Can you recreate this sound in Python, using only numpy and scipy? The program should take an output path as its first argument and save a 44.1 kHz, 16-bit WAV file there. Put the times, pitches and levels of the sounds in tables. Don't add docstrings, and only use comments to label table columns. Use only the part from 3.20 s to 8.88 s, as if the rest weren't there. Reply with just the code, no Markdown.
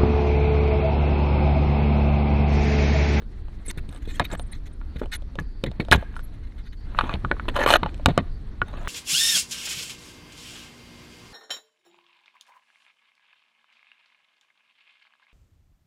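import sys
import numpy as np
from scipy import signal
from scipy.io import wavfile
from scipy.ndimage import uniform_filter1d

SR = 44100
rng = np.random.default_rng(int(sys.argv[2]) if len(sys.argv) > 2 else 0)


def amplitude_ratio(level_db):
    exponent = np.asarray(level_db, float) / 20
    return 10 ** exponent


def master_out(mix):
    frames = np.transpose(np.atleast_2d(mix))
    ceiling = np.clip(frames, -1, 1)
    pcm = np.round(ceiling * 32767).astype(np.int16)
    wavfile.write(sys.argv[1], SR, pcm)


N = 250488


def rms_one(x):
    return x / np.sqrt(np.mean(x ** 2) + 1e-20)


def in_time(rows):
    s, *columns = np.transpose(rows)
    return [np.interp(np.arange(N) / SR, s, c) for c in columns]


def stroke_curves(tables):
    gate = np.zeros(N)
    for rows in tables:
        gate[int(rows[0][0] * SR):int(rows[-1][0] * SR)] = 1
    return [uniform_filter1d(gate, size=220)] + in_time([row for rows in tables for row in rows])


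def add(track, s, sound):
    at = int(round(s * SR))
    track[at:at + len(sound)] += sound[:N - at]


def drift(rate):
    r = np.exp(-80 * np.pi * rate / SR)
    steps = rng.standard_normal(N // 40 + 2002)
    slow = signal.lfilter([1], [1, -2 * r, r * r], steps)[2000:]
    return np.interp(np.arange(N) / 40, np.arange(len(slow)), rms_one(slow))


def resonate(x, hz, width_hz):
    r = np.exp(-np.pi * width_hz / SR)
    poles = [1, -2 * r * np.cos(2 * np.pi * hz / SR), r * r]
    return signal.lfilter([(1 - r * r) / 2, 0, (r * r - 1) / 2], poles, x)


def above(x, hz):
    return signal.lfilter(*signal.butter(2, hz, "high", fs=SR), x)


PORT_HZ = 4600


def below_port(x):
    return signal.sosfilt(signal.cheby2(10, 36, 1.07 * PORT_HZ, fs=SR, output="sos"), x)


def banded_noise(spectrum, low_hz, high_hz, patchy_db, rate):
    edges = np.geomspace(low_hz, high_hz, int(3 * np.log2(high_hz / low_hz)) + 2)
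    white = rng.standard_normal((2, N + SR // 2))
    point_hz, point_db = np.array(spectrum).T
    out = 0
    for k, (low, high) in enumerate(zip(edges, edges[1:])):
        band_pass = signal.butter(2, [low, high], "band", fs=SR, output="sos")
        band = signal.sosfilt(band_pass, white[k % 2])[-N:]
        level_db = np.interp(np.log(low * high) / 2, np.log(point_hz), point_db)
        out = out + amplitude_ratio(level_db + patchy_db * drift(rate)) * band
    return rms_one(out)


# start_s, level_db
BUSY = [(0, 1), (.6, 1), (1.09, 6.5), (1.4, 1), (2.42, -0.5), (2.69, 3.5), (3.21, .5), (3.55, -2),
        (3.8, 7.5), (4.37, 10.5), (4.9, 5.5), (5.38, 2), (5.68, 5)]
# pitch_hz, level_db (per Hz)
ROOM_TONE = [(20, -7), (53, -15.5), (80, -18.5), (155, -29.5), (226, -29.5), (461, -42)]
RUSTLE = [(450, -6.5), (700, -6), (1600, -9.5), (2000, -10), (2600, -19), (3300, -15), (4300, -20.5),
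          (5000, 0.5)]
HISS = [(4800, -9), (6300, -20.5), (8000, -19.5), (10000, -21), (13000, -29.5), (15800, -24)]
# start_s, length_s, level_db
PORT_PATCHES = [
    (1.07, .04, -66),
    (2.2, .25, -70),
    (3.43, .09, -68),
    (3.57, .09, -67),
    (5.1, .08, -68),
]
RUMBLE_DB, RUMBLE_FOLLOWS, LOAD_DB, LOAD_FOLLOWS = -33, 0.2695, -45, .8
RUSTLE_DB, RUSTLE_UNEVEN_DB, HISS_DB = -61.5, 1.5, -77
PORT_HISS_DB, PORT_HISS_HZ = -81, 4550


def hands_and_room():
    busy_db, = in_time(BUSY)
    rumble = amplitude_ratio(RUMBLE_DB + RUMBLE_FOLLOWS * busy_db) * banded_noise(ROOM_TONE, 18, 70, 1.5, 5)
    load = amplitude_ratio(LOAD_DB + LOAD_FOLLOWS * busy_db) * banded_noise(ROOM_TONE, 70, 450, 2, 9)
    fingers = below_port(banded_noise(RUSTLE, 450, 5000, 1.2, 12))
    rustle = amplitude_ratio(RUSTLE_DB + busy_db + RUSTLE_UNEVEN_DB * drift(14)) * fingers
    hiss = amplitude_ratio(HISS_DB + 0.64 * busy_db) * banded_noise(HISS, 4800, 14500, patchy_db=3.0, rate=25)
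    gate, patch_db = stroke_curves([[(s, db), (s + length, db)] for s, length, db in PORT_PATCHES])
    air = resonate(rng.standard_normal(N), PORT_HISS_HZ, 500)
    air = rms_one(resonate(air, PORT_HISS_HZ, 500))
    port = (amplitude_ratio(PORT_HISS_DB + 3.0 * drift(4.2)) + gate * amplitude_ratio(patch_db)) * air
    return rumble + load + rustle + hiss + port


def struck(modes, ring_s, contact, chance, spread_db, favour_hz=None, slope_db=0, lead_db=0):
    hz, level_db, share = np.array(modes, float).T[:, :, None]
    strength, shift = chance[:2, :len(hz), None]
    if favour_hz:
        distance = np.abs(np.log2(hz / favour_hz))
        level_db = level_db - slope_db * distance
        nearest = np.argmin(np.abs(hz - favour_hz))
        others = np.arange(len(hz))[:, None] != nearest
        hz[nearest] = favour_hz
        shift, strength = shift * others, strength * others
        level_db[nearest] += lead_db
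        share[nearest] *= 1 + lead_db / 8
    t60 = share * np.clip(ring_s, .006, .2)
    t = np.arange(int(t60.max() * SR)) / SR
    swing = np.sin(2 * np.pi * hz * (1 + .015 * shift) * t)
    rings = amplitude_ratio(level_db + spread_db * strength - 60 * t / t60) * swing
    sound = signal.fftconvolve(rings.sum(axis=0), contact)
    sound = above(sound, 0.58 * (favour_hz or hz[0, 0]))
    return sound / np.abs(sound).max()


# pitch_hz, level_db, ring_share (of the ring time)
BOARD = [(585, 0, 1.2), (700, -1, 1.2), (850, 0, 1.1), (1000, 0, 1.1), (1160, 0, 1.1), (1270, 0, 1),
         (1450, 0, .9), (1660, 0, 1), (1850, -1, .8), (2130, -1, .7)]
TRAY = [(2460, 0, .7), (2660, -3, .7), (2960, 0, .7), (3160, -3, .6), (3440, 0, .6), (3710, -1, .6),
        (3930, -2, .6), (4300, -2, .6)]
TIP = [(5260, -1, 0.62), (6370, 6.5, 0.11), (7090, -2.5, .3), (8190, 1, 0.34), (9400, 1.5, .3),
       (10500, -6, 0.1), (11390, -8, .3), (13480, -11, 0.47), (14000, -22.5, .25), (14000, -15.5, 0.3)]
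BOARD_RING_S, TRAY_RING_S, TIP_RING_S, BLOW_DELAY_S = 0.02, 0.017, 0.02, .0012
# start_s, board_db (peak), board_hz, clack_db (tray), clack_hz (optional, where it leaves the rule)
TIP_TAPS = [(.585, -32.5, 1850, -54), (.69, -50, 584, -39, 3740), (.725, -40, 765, -43, 3750),
            (.747, -39, 730, -45), (.761, -42, 1910, -42, 3700), (.9955, -10, 1700, -16.5, 3900),
            (.997, -12, 964, -20, 3420), (1.114, -38, 1530, -31), (1.134, -24, 650, -50),
            (1.195, -26, 720, -30), (1.857, -33, 577, -41), (2.021, -40.5, 589, -46),
            (2.154, -32, 563, -36.5), (2.438, -20, 550, -19.5), (2.439, -27, 2000, -50),
            (2.463, -39, 1800, -61), (2.514, -35.5, 641, -38), (2.598, -27, 563, -39),
            (2.601, -18.5, 2220, -47), (2.649, -40.5, 616, -40), (2.684, -25, 676, -38),
            (2.71, -39, 581, -35.5), (2.713, -18, 600, -6, 3500), (2.718, -4, 1900, -11, 3460),
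            (2.7235, 9, 1650, -6, 2400), (2.729, -5, 1600, -9, 3460), (2.964, -25, 1360, -38),
            (2.992, -30.5, 1470, -41), (2.955, -50, 1400, -44, 3000), (3.531, -46, 1954, -50)]
TRAY_KNOCKS = [(.02, -44, 1660, -46), (.282, -40, 807, -50), (1.613, -36, 1410, -50),
               (1.816, -23, 624, -52), (2.187, -17.5, 1710, -29), (2.825, -27.5, 653, -43),
               (2.94, -38, 1596, -50), (3.747, -26.5, 1284, -47.5), (3.787, -5.5, 1230, -14, 2500),
               (3.788, -9, 1600, -16, 4350), (3.809, -9, 1300, -18.5), (3.84, -26, 1270, -34, 2500),
               (3.893, -17, 1150, -25, 2500), (3.912, -27, 1100, -45), (3.938, -38, 940, -19.5),
               (4.047, -15, 1250, -31), (4.113, -5.5, 1500, -22, 3400), (4.121, -24.5, 587, -52),
               (4.166, -32, 1130, -53), (4.196, -19, 1300, -52), (4.254, -34, 1020, -53),
               (4.282, -18, 1010, -25, 3000), (4.631, -12, 970, -20, 3500), (4.632, -22, 2100, -26, 2460),
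               (4.66, -15.5, 855, -26), (4.796, -31, 616, -47), (5.416, -9, 1450, -26, 2500),
               (5.538, -31, 1130, -57), (5.576, -36, 616, -51), (5.613, -35, 705, -51),
               (5.673, -16, 1550, -28, 3100)]
BOUNCES = [(4.357, -26, 560, -30, 3190), (4.363, -11, 1010, -24, 3030), (4.388, -15, 560, -33, 2400),
           (4.396, -19, 1750, -34, 3920), (4.407, -14, 560, -30, 2400), (4.414, -15, 1750, -33, 2400),
           (4.426, -14, 1750, -32, 2400), (4.437, -12, 1720, -22, 2780), (4.461, -6, 600, -18, 2910),
           (4.464, -9, 1150, -25, 2910), (4.475, -9, 1150, -19, 2200), (4.487, -11, 1150, -18, 2900),
           (4.503, -3, 856, -8, 4090), (4.524, -12, 570, -12, 2700), (4.537, -4, 1600, -6, 2950),
           (4.538, -6, 608, -30, 2950), (4.549, -14, 700, -24, 3000), (4.556, -6, 1250, -17, 2940),
           (4.561, -12, 1600, -24, 2940)]
SET_DOWN = [
    (4.743, -45, 563, -37, 2700),
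    (4.777, -52, 1000, -46, 2800),
    (4.858, -4, 770, -5, 3880),
    (4.859, -5, 1640, -12, 2300),
    (4.885, -14.5, 700, -30, 2300),
    (4.976, -6, 678, -19, 3670),
    (4.977, -9, 1520, -18, 2670),
]
# level_db, t60_s
TAILS = [
    (-27, 0.03),
    (-59, 0.48),
]
TIP_TICK_DB, TRAY_TICK_DB, BOUNCE_TICK_DB, SET_DOWN_TICK_DB, BROAD_TICK_DB = -11, -24.5, -13, -9, -1
SOFT_CLACK_DB, SOFT_CLACK_HZ, HARD_CLACK_DB, HARD_CLACK_HZ = -13.5, 2310, -3, 3750
SNAP_DB, SNAP_BOARD_SHARE = 10.5, 0.51


def knocks():
    body, tick, t = np.zeros(N), np.zeros(N), np.arange(512) / SR
    kinds = ((TIP_TAPS, TIP_TICK_DB), (TRAY_KNOCKS, TRAY_TICK_DB),
             (BOUNCES, BOUNCE_TICK_DB), (SET_DOWN, SET_DOWN_TICK_DB))
    blows = [(row[3] + under_db, *row) for rows, under_db in kinds for row in rows]
    rattles, chances = rng.standard_normal((120, 512)), rng.standard_normal((120, 3, 2, 10))
    for (tick_db, s, board_db, board_hz, clack_db, *own), rattle, chance in zip(blows, rattles, chances):
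        clack_hz = np.interp(clack_db - board_db, [SOFT_CLACK_DB, HARD_CLACK_DB], [SOFT_CLACK_HZ, HARD_CLACK_HZ])
        if own:
            clack_hz = own[0]
        contact = 0.08 * rattle * np.exp(-t / 0.00086)
        contact[0] = 1
        s = s + BLOW_DELAY_S
        board = struck(BOARD, BOARD_RING_S, contact, chance[0], 2.5, board_hz, slope_db=14, lead_db=4)
        add(body, s, amplitude_ratio(board_db + 1.5) * board)
        clack = struck(TRAY, TRAY_RING_S, contact, chance[1], 2, clack_hz, slope_db=12, lead_db=2)
        add(body, s, amplitude_ratio(clack_db + 3) * clack)
        crack = signal.lfilter([.2, -.2], [1, -1.72, .735], contact)
        add(body, s, amplitude_ratio(board_db + 1.5) * above(crack, 0.36 * board_hz))
        snap = signal.lfilter([1, -1], [1, -.82], contact)
        snap_db = SNAP_DB + clack_db + SNAP_BOARD_SHARE * (board_db - clack_db)
        add(body, s, amplitude_ratio(snap_db) * above(snap, 0.399 * board_hz))
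        add(tick, s, amplitude_ratio(tick_db + 6) * struck(TIP, TIP_RING_S, contact, chance[2], 3))
        add(tick, s, amplitude_ratio(tick_db + 6 + BROAD_TICK_DB) * above(contact, 4800))
    t = np.arange(SR // 2) / SR
    tail = rng.standard_normal(len(t)) * sum(amplitude_ratio(db - 60 * t / t60) for db, t60 in TAILS)
    dull_tail = signal.lfilter([.5], [1, -.55], tail)
    body = body + signal.fftconvolve(body, dull_tail)[:N]
    return below_port(body) + tick + .5 * signal.fftconvolve(tick, tail)[:N]


# pitch_hz, level_db, ring_share (of the ring time)
BENCH = [(62, -4, 1.1), (90, 0, 1.2), (125, -3, .9), (155, -2, .9), (185, -1, .8), (258, -1, .7),
         (338, -1, .6), (430, -2, .45)]
BENCH_RING_S = 0.062
# start_s, peak_db, pitch_hz (strongest)
THUDS = [(.021, -35.5, 205), (0.481, -30, 260), (.574, -26, 156), (0.688, -29.5, 90), (0.875, -28, 330),
         (1.002, -15, 153), (1.128, -22, 110), (1.759, -22.5, 78.1), (1.815, -17.5, 342),
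         (2.185, -22.5, 176), (2.437, -15.5, 209), (2.471, -21, 127), (2.598, -13, 214), (2.714, -9, 71.4),
         (2.726, -15, 370), (2.752, -9, 75.3), (3.836, -20, 262), (3.895, -26, 115), (3.94, -17, 86.6),
         (4.044, -19.5, 88.8), (4.112, -16, 258), (4.282, -20.5, 325), (4.363, -24, 400), (4.388, -22, 380),
         (4.407, -18, 420), (4.437, -22, 380), (4.462, -23, 330), (4.538, -19, 432), (4.629, -17, 177),
         (4.86, -9, 85.4), (4.882, -8, 171), (4.977, -12, 110.3), (4.99, -17, 86.1), (5.418, -22.5, 140.7),
         (5.671, -34, 219)]


def thuds():
    out, t = np.zeros(N), np.arange(1600) / SR
    rocking, chances = rng.standard_normal((40, 1600)), rng.standard_normal((40, 2, 10))
    for (s, peak_db, hz), rock, chance in zip(THUDS, rocking, chances):
        contact = 0.032 * rock * np.exp(-t / 0.035)
        contact[0] = 1
        soft = np.convolve(contact, np.hanning(40))
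        add(out, s, -amplitude_ratio(peak_db) * struck(BENCH, BENCH_RING_S, soft, chance, 3, hz, slope_db=7))
    return out


TIP_SWING = 1.1


def swells(rows, rise_db, fall_db):
    tables = []
    for s, length, share, board_db, tip_db in rows:
        share = np.clip(share, .02, .98)
        drops = ((0, rise_db * share), (share, 0), (1, fall_db * (1 - share)))
        tables.append([(s + at * length, board_db - drop, tip_db - TIP_SWING * drop) for at, drop in drops])
    return tables


# start_s, length_s, peak_share (of the length before the peak), board_db, tip_db
SCRATCHES = [(.45, 0.03, .5, -49, -50), (.478, 0.036, 1, -32, -39), (.575, 0.024, 0.36, -41, -51.5),
             (.818, .03, .3, -52, -64), (.85, .018, .4, -47, -57), (.873, .055, .6, -43, -53),
             (.93, .064, .5, -49, -53), (1.041, 0.026, 0.4, -35, -45), (1.32, 0.069, 0.22, -47, -57),
             (1.455, 0.027, .6, -47, -56), (1.757, .018, 0.59, -42, -56), (1.783, 0.032, 0.46, -48, -57),
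             (1.917, 0.048, 0.46, -29.5, -37.5), (2.462, 0.029, .05, -37, -56),
             (2.6, 0.029, 0.04, -30.5, -48), (3.135, .035, .3, -60, -75), (3.225, .035, .5, -56, -78),
             (3.267, .02, .4, -57, -78), (3.318, .012, .4, -55, -74), (3.38, .045, .2, -50, -64),
             (3.44, .045, .7, -52, -70), (3.523, .025, .4, -48, -64)]
DRAGS = [(.685, .105, 0.66, -54, -65), (1.1, 0.056, 0.6, -38, -53), (1.82, 0.026, 0.15, -46, -67),
         (2.775, .06, .3, -50.5, -65.5), (2.925, 0.086, 0.57, -57, -69), (3.69, .095, 0.96, -45.5, -66.5),
         (3.79, 0.171, 0.05, -39.5, -66), (4.34, .118, .2, -35, -55), (4.461, .108, .05, -26, -39),
         (4.635, 0.06, 0.14, -44, -78), (5.45, .07, .5, -50, -71), (5.522, .076, .2, -45, -69),
         (5.6, .072, .3, -45, -66)]
SKIDS = [(1.0, 0.03, .05, -28, -54.5), (2.19, .04, .05, -42, -55.5), (2.728, 0.041, 0.029, -16.5, -33),
         (4.285, 0.023, .05, -30, -52), (4.356, 0.024, 0.4, -27, -44), (4.389, .016, .1, -28, -46),
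         (4.408, .017, .1, -27, -45), (4.426, .026, .4, -28, -51), (4.462, .012, .1, -18, -38),
         (4.475, .006, .1, -22, -22), (4.482, .021, .3, -22, -36), (4.505, .018, .05, -15, -34),
         (4.525, .012, .1, -18, -34), (4.539, .016, .05, -16, -36), (4.556, .012, .3, -17, -40),
         (4.888, 0.033, 0.032, -29, -54), (4.985, 0.028, 0.041, -29, -70)]
SCRATCH_RISE_DB, SCRATCH_FALL_DB, SKID_RISE_DB, SKID_FALL_DB, DRAG_RISE_DB, DRAG_FALL_DB = 18.5, 23, 27, 19, 15.5, 0
# start_s, length_s, slips_hz
CHATTERS = [
    (0.874, 0.037, 356.5),
    (1.918, 0.041, 361.5),
]
CHATTER_SIZE, CHATTER_RANDOM = 8.0, .7
# pitch_hz, level_db (per Hz)
RUB = [(250, -2), (500, 0), (1000, -2), (1700, -2), (2400, -7), (3200, -9), (4200, -11), (4800, -14)]


def strokes():
    happens = rng.random((2, N)) < 7000 / SR
    slips = happens * amplitude_ratio(3.0 * rng.exponential(1, (2, N))) * rng.choice([-1, 1], (2, N))
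    for s, length, rate_hz in CHATTERS:
        slips[:, int(s * SR):int((s + length) * SR)] *= CHATTER_RANDOM
        slips[:, ((s + np.arange(0, length, 1 / rate_hz)) * SR).astype(int)] = CHATTER_SIZE

    ringing = 0
    for k, (hz, db, share) in enumerate(BOARD + TRAY):
        level_db = db - 4 * np.log2(hz / 1000) + 4 * drift(10)
        ringing = ringing + (-1) ** k * amplitude_ratio(level_db) * resonate(slips[0], hz, 55 / share)
    rub = banded_noise(RUB, 250, 4800, 3, 25)
    heavy = rms_one(below_port(.85 * rms_one(ringing) + .55 * rub))
    light = rms_one(signal.sosfilt(signal.butter(2, 1500, "high", fs=SR, output="sos"), heavy))
    light = rms_one(.6 * light + 2.2 * resonate(light, 2000, 550) + 1.8 * resonate(light, 3850, 900))
    dragged = rms_one(signal.lfilter([1], [1, -.7], heavy))
    tip = rms_one(sum(amplitude_ratio(db + 6 * drift(25)) * resonate(slips[1], hz, hz / 12) for hz, db, _ in TIP))

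    out = 0
    for tables, board, uneven_db in ((swells(SCRATCHES, SCRATCH_RISE_DB, SCRATCH_FALL_DB), light, 1.6),
                                     (swells(SKIDS, SKID_RISE_DB, SKID_FALL_DB), heavy, 3.2),
                                     (swells(DRAGS, DRAG_RISE_DB, DRAG_FALL_DB), dragged, 3.0)):
        gate, board_db, tip_db = stroke_curves(tables)
        uneven = amplitude_ratio(uneven_db * drift(180))
        out = out + gate * uneven * (amplitude_ratio(board_db) * board + amplitude_ratio(tip_db) * tip)
    return out


# start_s, length_s, first_hz, last_hz, level_db
SQUEAKS = [(0.46, 0.011, 10500, 10500, -42), (.48, 0.022, 7970, 8600, -34), (.689, .009, 8500, 8400, -52),
           (.724, .007, 8420, 8400, -56), (.744, .009, 8450, 8450, -53), (.76, .006, 8500, 8500, -57),
           (.772, .008, 8500, 8400, -60), (.9, 0.064, 7600, 6850, -58), (1.118, 0.018, 7460, 7640, -45.5),
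           (1.175, 0.032, 7860, 9700, -53), (1.209, 0.022, 9900, 8500, -52),
           (1.265, 0.016, 9650, 8250, -61), (1.317, 0.013, 9900, 8740, -44),
           (1.527, 0.0145, 8700, 9400, -62.5), (1.956, 0.012, 8950, 10300, -38),
           (2.964, 0.012, 9400, 9730, -59), (3.038, .012, 11400, 11400, -58)]
WHISTLES = [
    (.947, .016, 3300, 3280, -50),
    (.966, .02, 2700, 2700, -56),
    (3.03, .028, 11400, 11400, -57),
    (5.465, .025, 6250, 6400, -69),
    (5.53, .03, 6500, 6700, -69),
    (5.58, .035, 6950, 7000, -69),
]
SQUEAK_EDGE_DB = 1.5


def squeaks(rows, blur_hz):
    glides = []
    for s, length, first_hz, last_hz, db in rows:
        glides.append([(s, first_hz, db - SQUEAK_EDGE_DB),
                       (s + length / 2, (first_hz + last_hz) / 2, db),
                       (s + length, last_hz, db - SQUEAK_EDGE_DB)])
    gate, hz, level_db = stroke_curves(glides)
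    blur = signal.sosfilt(signal.butter(2, blur_hz, fs=SR, output="sos"), rng.standard_normal((2, N)))
    turn = 2 * np.pi * np.cumsum(hz * (1 + 0.008 * drift(60))) / SR
    band = rms_one(blur[0] * np.sin(turn) + blur[1] * np.cos(turn))
    return gate * amplitude_ratio(level_db + 1.0 * drift(63)) * band


# pitch_hz, level_db (against the clack of a bounce), t60_s
TWEEZERS = [
    (1750, -5, .045),
    (2945, -6, .04),
    (4225, -11, .045),
]


def tweezers():
    out, t = np.zeros(N), np.arange(SR // 8) / SR
    for row, chance in zip(BOUNCES, rng.standard_normal((40, len(TWEEZERS)))):
        start_s, clack_db = row[0] + BLOW_DELAY_S, row[3]
        for (hz, db, t60), luck in zip(TWEEZERS, chance):
            level_db = clack_db + db - 6 + 3 * luck - 60 * t / t60
            add(out, start_s, amplitude_ratio(level_db) * np.sin(2 * np.pi * hz * t))
    return out


def scene():
    tip = strokes() + squeaks(SQUEAKS, blur_hz=420) + squeaks(WHISTLES, blur_hz=70)
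    return (hands_and_room() + knocks() + thuds() + tip + tweezers())[None]


def band_limit(x):
    return signal.sosfilt(signal.butter(12, 15610, fs=SR, output="sos"), x)


def record(dry):
    overloaded = np.clip(dry, -1, 1)
    cut = signal.sosfilt(signal.cheby2(10, 50, 15900, fs=SR, output="sos"), overloaded)
    return band_limit(np.clip(cut, -1, 1))


dry = scene()
out = record(dry)
master_out(out)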